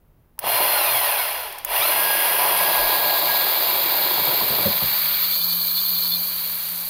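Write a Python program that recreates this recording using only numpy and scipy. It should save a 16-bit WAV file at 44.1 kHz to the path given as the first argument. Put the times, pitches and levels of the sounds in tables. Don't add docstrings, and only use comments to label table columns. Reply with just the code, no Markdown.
import sys
import numpy as np
from scipy import signal
from scipy.fft import rfft, irfft, next_fast_len
from scipy.io import wavfile

SR = 44100
rng = np.random.default_rng(int(sys.argv[2]) if len(sys.argv) > 2 else 0)


def materialize(psi):
    bounded = np.clip(np.atleast_2d(psi).T, -1, 1)
    quanta = np.round(bounded * 32767).astype(np.int16)
    wavfile.write(sys.argv[1], SR, quanta)


N = 304217
TIME = np.arange(N) / SR
PADDED = next_fast_len(N + 8192)
FREQS = np.maximum(np.arange(PADDED // 2 + 1) * SR / PADDED, 1)

# on t/s, off t/s
POWERED = [(0.392, 0.675), (1.648, 7.0)]
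# f/Hz, level/dB
CHAMBER_TONE = [(200, -76), (330, -13.5), (460, -6.5), (580, -2), (980, 2.5), (1130, -1.5), (1300, -13),
                (1800, -40)]
# f/Hz, width/Hz, level/dB
CHAMBER_MODES = [(594, 36, -3), (690, 60, -4), (834, 24, 0), (993, 54, -1)]

FULL_SPEED_HZ, MESHES_PER_TURN = 1642, 9.5
START_S, CLEAR_S = POWERED[0][0], 5.97


def from_db(db):
    return 10 ** (np.asarray(db) / 20)


def rms_one(x):
    return x / np.sqrt(np.mean(x ** 2) + 1e-20)


def since(s):
    return np.maximum(TIME - s, 0)


def in_time(rows):
    return np.interp(TIME, *np.transpose(rows))


def shaped(x, gain):
    return rms_one(irfft(rfft(x, PADDED) * gain)[:N])


def drift(rate):
    return shaped(rng.standard_normal(N), 1 / (1 + (FREQS / rate) ** 2))


def colour(points):
    hz, db = np.transpose(points)
    ends = np.minimum(1, np.minimum(FREQS / hz[0], hz[-1] / FREQS)) ** 8
    return from_db(np.interp(np.log(FREQS), np.log(hz), db)) * ends


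def body(x, tone, modes, modes_db):
    power = colour(tone) ** 2
    for hz, width, db in modes:
        power = power + from_db(db + modes_db) ** 2 / (1 + ((FREQS - hz) / (0.63 * width)) ** 2) ** 2
    return shaped(x, np.sqrt(power))


def grains(per_s, spread_db):
    born = rng.random(N) < per_s / SR
    sizes = from_db(spread_db * np.minimum(rng.exponential(1, N), 4.5))
    return rms_one(born * sizes * rng.choice([-1, 1], N))


def strikes(times, db):
    clicks = np.zeros(N)
    clicks[np.round(times * SR).astype(int)] = from_db(db)
    return clicks


def fading(clicks, t60):
    return signal.lfilter([1], [1, -from_db(-60 / (t60 * SR))], clicks + 1e-18)


def ring(clicks, hz, t60):
    decay, angle = from_db(-60 / (t60 * SR)), 2 * np.pi * hz / SR
    return signal.lfilter([0, np.sin(angle)], [1, -2 * decay * np.cos(angle), decay ** 2], clicks + 1e-18)


def speed(kick_hz=238, spin_up_hz_per_s=5700, drag_s=1.33, friction_hz_per_s=775):
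    mesh_hz, friction_hz = np.zeros(N), friction_hz_per_s * drag_s
    for on, off in POWERED:
        ramp = kick_hz + spin_up_hz_per_s * (since(on) - since(off))
        held = ramp / (1 + (ramp / FULL_SPEED_HZ) ** 12) ** (1 / 12)
        coasting = (held + friction_hz) * np.exp(-since(off) / drag_s) - friction_hz
        mesh_hz = np.where(TIME < on, mesh_hz, coasting)
    return np.maximum(mesh_hz, 1)


def slowed(mesh_hz, knee, power):
    return -10 * np.log10(1 + (knee * FULL_SPEED_HZ / mesh_hz) ** power)


def room(level_db=-56.5):
    # f/Hz, level/dB
    room_tone = [(12, -28), (20, 0.5), (44, -8.5), (98, -10), (660, -28.5), (897, -30), (3950, -47),
                 (7950, -53), (12800, -40), (16000, -38)]
    bump_tone = [(15, -13), (32, 4), (50, -20), (90, -18), (200, -50)]
    # t/s, level/dB, length/s
    arm_bumps = [(1.728, -47, .04), (2.843, -38, 0.044), (6.142, -64, 0.037)]
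    weight = sum(from_db(db) * np.exp(-.5 * ((TIME - s) / length) ** 2) for s, db, length in arm_bumps)
    bumps = weight * shaped(rng.standard_normal(N), colour(bump_tone))
    return bumps + from_db(level_db) * shaped(rng.standard_normal(N), colour(room_tone))


def shaking(mesh_hz, crush_db):
    # f/Hz, level/dB
    rumble_tone = [(25, -17), (50, -29), (75, 11), (95, 1), (125, 9), (200, 15), (280, -27)]
    rotor_hz = mesh_hz / MESHES_PER_TURN
    rotor = np.sin(2 * np.pi * np.cumsum(rotor_hz) / SR) / (1 + ((rotor_hz - 118) / 9) ** 2)
    rumble = shaped(rng.standard_normal(N), colour(rumble_tone))
    return from_db(crush_db) * (from_db(-17) * rotor + from_db(-37.5) * rumble)


def snaps():
    # t/s, relative level/dB
    hits = [(0.391, -9.5), (0.467, -15), (0.4865, -18), (1.526, -21), (1.5844, -17), (1.648, -7)]
    # f/Hz, level/dB
    snap_tone = [(400, -35), (1500, -4.5), (4000, -22), (5800, -9), (7500, -25), (9700, 4), (11500, -5),
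                 (14000, 1), (16000, 4)]
    clicks = strikes(*np.transpose(hits))
    envelope = from_db(-6) * (fading(clicks, t60=.018) + from_db(-24) * fading(clicks, t60=.12))
    return envelope * shaped(rng.standard_normal(N), colour(snap_tone))


def knocks():
    # t/s, relative thud level/dB, relative boom level/dB
    hits = [(0.381, -33, -90), (0.439, -9, -67), (0.469, -5, -72), (0.605, -6.5, -69), (4.178, -8.5, -58),
            (4.27, -12, -56.5), (4.409, -8, -56), (4.499, -23, -51.5), (4.586, -14.5, -52),
            (4.651, -18, -44.5), (4.816, -15.5, -54.5)]
    # f/Hz, level/dB, t60/s
    base_modes = [(72, -9, .14), (135, 0, .06), (215, -1, .06), (400, -3, .03), (560, 0, .04)]
    times, thud_db, boom_db = np.transpose(hits)
    chamber = body(rng.standard_normal(N), CHAMBER_TONE, CHAMBER_MODES, modes_db=-28)
    thud = from_db(-13) * fading(strikes(times, thud_db), t60=0.063) * chamber
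    crumbling = fading(strikes(times, boom_db), t60=.24) * rng.standard_normal(N)
    boom = sum((-1) ** k * from_db(db) * ring(crumbling, hz, t60)
               for k, (hz, db, t60) in enumerate(base_modes))
    return thud + signal.sosfilt(signal.butter(2, 55, "high", fs=SR, output="sos"), boom)


def motor(mesh_hz, hum_db, strained_db=-34.5, spin_up_db=2.5, build_s=0.38):
    # t/s, level/dB
    whine_levels = [(1.9, -37.5), (2.11, -29), (2.54, -37.5), (2.63, -31.5), (3.17, -33.5), (3.24, -48),
                    (3.31, -28.5), (3.74, -51), (3.91, -39.5), (5.6, -61)]
    # multiple of the mesh rate, level at full speed/dB, level when slower/dB
    harmonics = [(1, 0, -2), (2, -14, -1), (3, -9, -1), (4, -30, -7), (5, -35, -9), (6, -40, -12),
                 (7, -45, -11)]
    strain = np.clip((1610 - mesh_hz) / 200, 0, 1)
    rising = np.gradient(mesh_hz) > 0
    whine_db = (1 - strain) * in_time(whine_levels) + strain * (strained_db + spin_up_db * rising)
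    whine_db += slowed(mesh_hz, knee=0.46, power=7.1)
    unsteady = .0045 * drift(40) + .012 * strain * drift(110)
    phase = 2 * np.pi * np.cumsum(mesh_hz * (1 + unsteady)) / SR
    whine = 0
    for k, fast_db, slow_db in harmonics:
        harmonic_db = fast_db + (slow_db - fast_db) * strain
        housing = 1 / (1 + (k * mesh_hz / 5600) ** 5)
        flicker_db = (1.5 + 2 * strain) * drift(30) - .6
        whine = whine + from_db(whine_db + harmonic_db + flicker_db) * housing * np.sin(k * phase)
    settled = np.clip(since(START_S) / build_s, 0, 1) ** 2
    rotor_hz = mesh_hz / MESHES_PER_TURN * (1 + .01 * drift(8))
    hum = from_db(hum_db + 2.4 * drift(4.4)) * (1 - strain) * np.sin(2 * np.pi * np.cumsum(rotor_hz) / SR)
    return np.sqrt(2) * settled * (whine + hum)


def stray_grit(level_db=-37.5, fade_in_s=0.63):
    # f/Hz, level/dB
    steel_tone = [(2500, -22), (4500, -13), (6000, -4), (7700, -6), (9000, 0), (10600, 6), (12000, 0)]
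    fade_in = np.clip(since(CLEAR_S) / fade_in_s, 0, 1)
    return from_db(level_db) * fade_in * shaped(grains(1500, spread_db=2.8), colour(steel_tone))


def rubbing(start_s=5.25, turn_s=0.089, count=11, level_db=-28.5, spread_db=2.2, touch_s=0.023):
    # f/Hz, level/dB
    chirp_tone = [(3400, -28), (4300, -13), (5000, -34)]
    # f/Hz, width/Hz, level/dB
    chirp_modes = [(3513, 34, -3), (3970, 90, -9), (4195, 60, -2), (4310, 100, -1), (4690, 60, -11),
                   (5080, 42, -15)]
    times = start_s + turn_s * np.arange(count)
    forces = from_db(level_db + spread_db * rng.standard_normal(count))
    contact = sum(force * np.exp(-.5 * ((TIME - s) / touch_s) ** 2) for s, force in zip(times, forces))
    return contact * body(rng.standard_normal(N), chirp_tone, chirp_modes, modes_db=6.1)


def singing(mesh_hz, fill, pitch_hz=4188, width_hz=38, fade_db_per_s=3.5):
    level_db = -35 - fade_db_per_s * since(START_S) + slowed(mesh_hz, knee=0.51, power=5)
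    resonance = 1 / (1 + ((FREQS - pitch_hz) / width_hz) ** 2)
    return from_db(level_db) * np.clip(fill - 1, 0, 1) * shaped(rng.standard_normal(N), resonance)


def tumbling(mesh_hz, empty_s=4.6, loosen_s=1.3, fade_db_per_s=73):
    # f/Hz, level/dB
    tumble_tone = [(130, -10), (200, -12.5), (270, -10), (330, 4), (450, 0.5), (620, 3)]
    loose = np.clip(1 + (TIME - empty_s) / loosen_s, 0, 1)
    level_db = -39.5 + 4.5 * loose - fade_db_per_s * since(empty_s)
    level_db += slowed(mesh_hz, knee=0.88, power=8.8)
    return from_db(level_db) * shaped(grains(350, spread_db=-1.5), colour(tumble_tone))


def sizzle(mesh_hz, fill, empty_db=-22.5, loaded_db=-21, fade_db_per_s=7.5):
    # f/Hz, level/dB
    full_tone = [(9000, -22), (9400, -53), (9650, -5.5), (10200, -7.5), (11200, -1.5), (12300, -10),
                 (13300, -7), (14300, -0.5), (15750, -12)]
    free_tone = [(9000, -25), (10200, -18.5), (11300, -15.5), (11700, -7), (12350, -3.5), (13300, -7),
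                 (14200, -7), (14600, 1), (15750, -18)]
    # f/Hz, width/Hz, level/dB
    full_modes = [(9840, 200, -10), (10520, 73, -10), (11500, 150, -3), (12070, 80, -7), (12600, 86, -6),
                  (13900, 260, -1), (14880, 160, -9)]
    free_modes = [(9850, 190, -23), (10720, 90, -15), (11558, 40, -7), (12094, 56, -5), (12599, 62, 2),
                  (12860, 220, -7), (13565, 110, -4), (13850, 280, -7), (14470, 40, -8), (14864, 130, -5),
                  (15280, 170, -11)]
    level_db = np.interp(fill, [0, 1], [empty_db, loaded_db]) - fade_db_per_s * since(CLEAR_S)
    level_db += slowed(mesh_hz, knee=0.45, power=6)
    whole, empty = np.clip(fill - 1, 0, 1), np.clip(1 - fill, 0, 1)
    full = body(grains(11000, spread_db=0.5), full_tone, full_modes, modes_db=5.5)
    free = body(grains(12000, spread_db=2.2), free_tone, free_modes, modes_db=2.5)
    flutter = 1 + 0.16 * empty * np.sin(2 * np.pi * 98.1 * TIME)
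    return from_db(level_db) * flutter * (np.sqrt(whole) * full + np.sqrt(1 - whole) * free)


def scraping(mesh_hz, fill, empty_db=-26.5, loaded_db=-26, fade_db_per_s=10.5):
    # f/Hz, level/dB
    full_tone = [(1200, -1.5), (1500, 1), (2700, 2.5), (3700, -5), (4300, -5.5), (4950, -4.5),
                 (6200, -16.5), (7800, -22.5), (9000, -9)]
    thin_tone = [(1200, 1), (1850, 0.5), (2400, 1.5), (3100, -4.5), (3400, 3.5), (4400, 6.5), (4850, 4),
                 (5600, -16.5), (7200, -10), (7700, -16), (9000, -9)]
    free_tone = [(1200, -12.5), (1500, -23), (2050, -43), (2650, -48), (3300, -29), (3900, -8.5), (4300, 1),
                 (4700, -12.5), (5500, -25.5), (6600, -27), (7600, -37), (8500, -12), (9000, -27)]
    # f/Hz, width/Hz, level/dB
    full_modes = [(2811, 70, -3), (3330, 160, -4), (4185, 70, -7), (4940, 60, -9), (5990, 50, -15),
                  (6270, 78, -19)]
    thin_modes = [(2305, 30, 5), (2811, 50, 0), (3050, 34, -1), (3330, 90, 1), (3900, 120, 0),
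                  (4190, 70, 2), (6270, 60, -10), (7200, 150, -15), (8090, 50, -13)]
    free_modes = [(1667, 38, -15), (2357, 89, -12.5), (2400, 56, -11), (3080, 124, -10), (3550, 8.1, -9.5),
                  (4580, 82, 1.5), (6217, 56, -11.5), (6750, 130, -15), (7160, 110, -16.5)]
    level_db = np.interp(fill, [0, 1], [empty_db, loaded_db]) - fade_db_per_s * since(CLEAR_S)
    level_db += slowed(mesh_hz, knee=0.45, power=3.95)
    whole, empty = np.clip(fill - 1, 0, 1), np.clip(1 - fill, 0, 1)
    full = body(grains(6000, spread_db=0.5), full_tone, full_modes, modes_db=7.5)
    thin = body(grains(5000, spread_db=1.5), thin_tone, thin_modes, modes_db=5.5)
    free = body(grains(7000, spread_db=2.5), free_tone, free_modes, modes_db=1.5)
    free *= from_db(.8 * drift(12) - 2.2)
    blend = np.sqrt(whole) * full + np.sqrt(1 - whole - empty) * thin + np.sqrt(empty) * free
    return from_db(level_db) * blend


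def crushing(level_db, fill):
    # f/Hz, level/dB
    rustle_tone = [(110, -10.5), (300, -4), (600, -3.5), (780, -1.5), (1050, 5.5), (1300, -10)]
    cracks = grains(2400, spread_db=2.5) * from_db(0.6 * drift(27))
    loaded = np.clip(fill, 0, 1)
    beans = body(cracks, CHAMBER_TONE, CHAMBER_MODES, modes_db=7.5)
    rustle = body(rng.standard_normal(N), rustle_tone, [(565, 76, -2)], modes_db=5)
    return from_db(level_db) * (np.sqrt(loaded) * beans + np.sqrt(1 - loaded) * rustle)


def scene(bite_s=0.059, first_bite_db=3, first_bite_fade_s=0.21):
    # t/s, fill (2 whole beans, 1 fragments, 0 nothing)
    filling = [(2.5, 2.0), (3.05, 1.03), (3.8, 1.02), (5.2, 0.52), (5.38, 0.033), (6.2, 0.054), (6.6, 0.39)]
    # t/s, level/dB
    load = [(1.85, -25.5), (2.27, -28), (2.31, -24.5), (2.37, -26), (2.43, -23), (3.44, -28.5),
            (4.42, -31.5), (5.38, -44.5), (6.9, -48)]
    mesh_hz, fill, running_s = speed(), in_time(filling), since(START_S)
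    crush_db = in_time(load) + first_bite_db * np.exp(-running_s / first_bite_fade_s)
    crush_db += slowed(mesh_hz, knee=0.52, power=3.56)
    biting = from_db(-16 * np.clip(1 - running_s / bite_s, 0, 1)) * (running_s > 0)
    uneven_feed = from_db(0.45 * drift(36))
    burrs = crushing(crush_db, fill) + tumbling(mesh_hz) + scraping(mesh_hz, fill) + sizzle(mesh_hz, fill)
    burrs = burrs + singing(mesh_hz, fill) + rubbing() + stray_grit()
    hum_db = np.interp(fill, [0, 1], [-46.5, -52]) - since(CLEAR_S)
    machine = biting * (uneven_feed * burrs + motor(mesh_hz, hum_db) + shaking(mesh_hz, crush_db))
    return (machine + snaps() + knocks() + room())[None]


def record(dry, cutoff_hz=15740):
    return signal.sosfilt(signal.ellip(12, .1, 80, cutoff_hz, fs=SR, output="sos"), dry)


dry = scene()
out = record(dry)
materialize(out)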